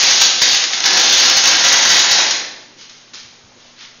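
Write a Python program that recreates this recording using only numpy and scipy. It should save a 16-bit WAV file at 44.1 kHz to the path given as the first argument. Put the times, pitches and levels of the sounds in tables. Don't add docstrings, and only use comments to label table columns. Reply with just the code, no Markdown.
import sys
import numpy as np
from scipy import signal
from scipy.fft import rfft
from scipy.io import wavfile

SR = 44100
rng = np.random.default_rng(int(sys.argv[2]) if len(sys.argv) > 2 else 0)


def int16_out(signal):
    q = np.round(np.clip(np.atleast_2d(signal).T, -1, 1) * 32767)
    wavfile.write(sys.argv[1], SR, q.astype(np.int16))


N = 176400
T = np.arange(N) / SR
MIC_HZ = 6890

# frequency_hz, density_db
ARC_SPECTRUM = [(24, -58), (40, -43.5), (209, -19.5), (343, -13.5), (454, -16), (516, -7.5), (613, -10),
                (793, -5.5), (1190, -8.5), (1580, -3.5), (2590, -3), (3970, 1), (6110, 1), (6800, 0),
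                (8840, -51), (15000, -120)]
# frequency_hz, t60_s
HALL_T60 = [(100, 1.7), (250, 1.6), (600, 0.94), (1400, 0.78), (3700, 0.78), (7000, 0.6)]


def arc():
    # time_s, level_db
    strength = [(0, -11.5), (.09, -10), (.2, -14), (.218, -4.5), (.255, -13), (.28, -23), (.41, -17.5),
                (.42, -7), (.47, -15), (.535, -10.5), (.55, -19.5), (.6, -30), (.63, -19), (.66, -28.5),
                (.725, -23.5), (.75, -16.5), (.78, -26.5), (.83, -18.5), (.865, -13), (.97, -11.5),
                (1.17, -8), (1.36, -12), (1.42, -18.5), (1.47, -9.5), (1.58, -12), (1.72, -9.5),
                (1.83, -14), (1.96, -7), (2.06, -16), (2.12, -9.5), (2.21, -12), (2.25, -30), (2.3, -12.5),
                (2.345, -22), (2.38, -42)]
    # time_s, gain_db
    body = [(0, 0.5), (.24, -5), (.45, -3.5), (.7, 2.5), (.95, 2), (1.15, -2.5), (1.5, 1.5), (1.7, 0.5),
            (2.3, 1)]
    # time_s, gain_db
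    frame_drive = [(0, -9), (.6, -16), (1.1, -7), (1.8, -6.5), (2.3, 3.5)]
    # delay_s, gain
    reflections = [(.0011, 0.18), (.0034, -0.41), (.0072, 0.55), (0.0152, 0.45)]
    flutter_db, flutter_hz, body_hz = 2.5, 60, 2350
    flutter = amp(flutter_db * unit(lowpass(rng.standard_normal(N), flutter_hz)))
    sparks = amp(-2) * crackle(per_s=420, spread_db=5)
    hiss = amp(-5) * rng.standard_normal(N)
    pops = bursting_drops()
    envelope = amp(curve(strength)) * (T < strength[-1][0])
    burn = colour(unit(flutter) * (sparks + hiss) * envelope, ARC_SPECTRUM)
    lows = signal.sosfiltfilt(signal.butter(3, body_hz, fs=SR, output="sos"), burn)
    burn += (amp(curve(body)) - 1) * lows
    echoes = sum(gain * np.interp(T - s, T, burn, left=0) for s, gain in reflections)
    opening_db = strength[0][1] - 60 * T / at_frequency(HALL_T60, 4000)
    opening_tail = colour(rng.standard_normal(N), ARC_SPECTRUM) * amp(opening_db)
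    ringing = steel_frame(burn * amp(curve(frame_drive)))
    reverberant = hall(burn + ringing + amp(-5.5) * pops) + opening_tail
    return amp(-5.5) * (burn + echoes + pops) + amp(-1.5) * reverberant


def crackle(per_s, spread_db):
    decay_s = 0.00048
    sizes = amp(spread_db * np.minimum(rng.exponential(1, N), 3.5))
    sparks = sizes * (rng.random(N) < per_s / SR)
    power = signal.lfilter([1], [1, -np.exp(-2 / (decay_s * SR))], sparks ** 2)
    return unit(np.sqrt(power) * rng.standard_normal(N))


def bursting_drops():
    # start_s, level_db
    drops = [(0.2165, 4.5), (0.3486, -12), (0.4172, -4), (0.4789, -0.5), (0.639, -3), (0.7334, -3),
             (0.804, -7), (0.8407, -2), (0.858, -3.5), (.9073, -5), (1.2979, 4), (1.4389, -3), (1.457, 1),
             (2.2762, -22), (2.3087, -3)]
    envelope = sum(amp(db) * decay(s, decay_s=0.0034) for s, db in drops)
    pops = colour(envelope * rng.standard_normal(N), ARC_SPECTRUM)
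    return butterworth(pops, "high", hz=600, order=1)


def steel_frame(drive):
    # frequency_hz, t60_s, gain_db
    modes = [(1646, .03, -6.5), (1790, 0.026, -4), (1970, 0.045, -4.5), (2080, 0.11, -11),
             (2840, 0.088, -9), (3260, .2, -11)]
    ringing = np.zeros(N)
    for hz, t60, db in modes:
        pole = np.exp((2j * np.pi * hz - np.log(1000) / t60) / SR)
        ringing += 2 * amp(db) * signal.lfilter([1 - abs(pole)], [1, -pole], drive).real
    return ringing


def sizzles():
    # start_s, attack_s, hold_s, release_s, level_db, cutoff_hz
    bursts = [(2.759, 0.054, .01, 0.044, -36.5, 8900), (2.89, .005, .005, .015, -40, 9000),
              (2.91, .03, 0.079, 0.046, -48, 9000), (3.133, 0.0027, 0.016, 0.068, -31, 8900),
              (3.554, 0.041, 0.1, 0.046, -48, 7000), (3.756, 0.056, 0.031, 0.04, -34.5, 4800)]
    # frequency_hz, density_db
    spectrum = [(530, -41), (900, -3), (947, -11), (1100, -6), (1360, -4), (1990, -3), (2150, -1),
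                (2460, -3.5), (2970, 0), (4890, 1), (6300, 0), (6800, -1.5), (8840, -35), (15000, -120)]
    grain, sizzle = crackle(per_s=4000, spread_db=1.5), np.zeros(N)
    for start, attack, hold, release, db, cutoff_hz in bursts:
        rise = np.clip((T - start) / attack, 0, 1)
        fall = np.exp(-np.maximum(T - start - attack - hold, 0) / release)
        sizzle += butterworth(amp(db) * rise * fall * grain, "low", cutoff_hz)
    sizzle = butterworth(colour(sizzle, spectrum), "high", hz=900)
    return amp(-2) * sizzle + amp(-4.5) * hall(sizzle)


def knocks():
    # start_s, centre_hz, decay_s, level_db
    impacts = [(3.134, 293, 0.034, -51.5), (3.245, 70, .015, -45.5), (3.325, 600, 0.03, -53),
               (3.431, 75, 0.015, -47), (3.458, 218, 0.01, -50), (3.513, 670, .018, -47),
               (3.558, 380, 0.017, -50), (3.648, 700, 0.029, -53)]
    edge_ratio = 1.42
    bumps = np.zeros(N)
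    for start, hz, decay_s, db in impacts:
        band_hz = [hz / edge_ratio, hz * edge_ratio]
        noise = rng.standard_normal(N)
        band_rms = np.std(butterworth(noise, "band", band_hz))
        bumps += amp(db) * butterworth(noise * decay(start, decay_s), "band", band_hz) / band_rms
    return bumps + amp(-9) * hall(bumps)


def hum_and_air():
    # frequency_hz, level_db
    partials = [(120, -62), (241, -59), (301, -70)]
    # frequency_hz, density_db
    air_spectrum = [(18, 0), (30, -30.5), (112, -18), (165, -0.5), (193, -5.5), (489, -4.5), (902, -7),
                    (966, -7), (1330, -7.5), (1910, -8), (6800, -7), (8840, -41), (15000, -120)]
    hum = sum(amp(db) * np.sin(2 * np.pi * (hz * T + rng.random())) for hz, db in partials)
    return hum + amp(-49) * colour(rng.standard_normal(N), air_spectrum)


def hall(source):
    reverberant = np.zeros(N)
    for k in range(3):
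        taps = rng.choice([-1., 1.], SR) * (rng.random(SR) < .1) * (T[:SR] > .004)
        hz, t, bands = signal.stft(taps, SR, nperseg=256)
        absorption = amp(-60 * t / at_frequency(HALL_T60, hz)[:, None])
        tail = signal.istft(bands * absorption, SR, nperseg=256)[1]
        tail /= np.sqrt(np.mean(abs(rfft(tail, SR)[1000:6000]) ** 2))
        share = np.sqrt(2 / 3) * np.cos(np.pi * (T / 2 + k / 3))
        reverberant += signal.oaconvolve(source * share, tail)[:N]
    return reverberant


def amp(db):
    return 10 ** (np.asarray(db) / 20)


def unit(x):
    return x / np.sqrt(np.mean(x ** 2) + 1e-20)


def curve(points):
    return np.interp(T, *np.transpose(points))


def decay(start, decay_s):
    return (T >= start) * np.exp(-np.maximum(T - start, 0) / decay_s)


def at_frequency(points, hz):
    points_hz, values = np.transpose(points)
    return np.interp(np.log(hz + 1), np.log(points_hz + 1), values)


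def lowpass(x, hz):
    return signal.oaconvolve(x, signal.firwin(1023, hz, window=("kaiser", 9), fs=SR), "same")


def butterworth(x, kind, hz, order=2):
    return signal.sosfilt(signal.butter(order, hz, kind, fs=SR, output="sos"), x)


def colour(x, spectrum):
    hz = abs(np.fft.fftfreq(4096, 1 / SR))
    gain = amp(at_frequency(spectrum, hz))
    gain /= np.sqrt(np.mean(gain ** 2 * (hz < MIC_HZ)))
    response = np.exp(np.conj(signal.hilbert(np.log(gain))))
    return signal.oaconvolve(x, np.fft.ifft(response).real[:2048])[:N]


def saturate(x, ceiling, hardness):
    return x / (1 + abs(x / ceiling) ** hardness) ** (1 / hardness)


def scene():
    return (arc() + sizzles() + knocks() + hum_and_air())[None]


def record(dry):
    pickup = lowpass(dry[0], MIC_HZ) * amp(1)
    rounded = lowpass(saturate(pickup, ceiling=0.95, hardness=3.1), MIC_HZ)
    clipped = saturate(rounded, ceiling=0.75, hardness=9.4)
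    return lowpass(clipped, hz=15850)[None]


dry = scene()
out = record(dry)
int16_out(out)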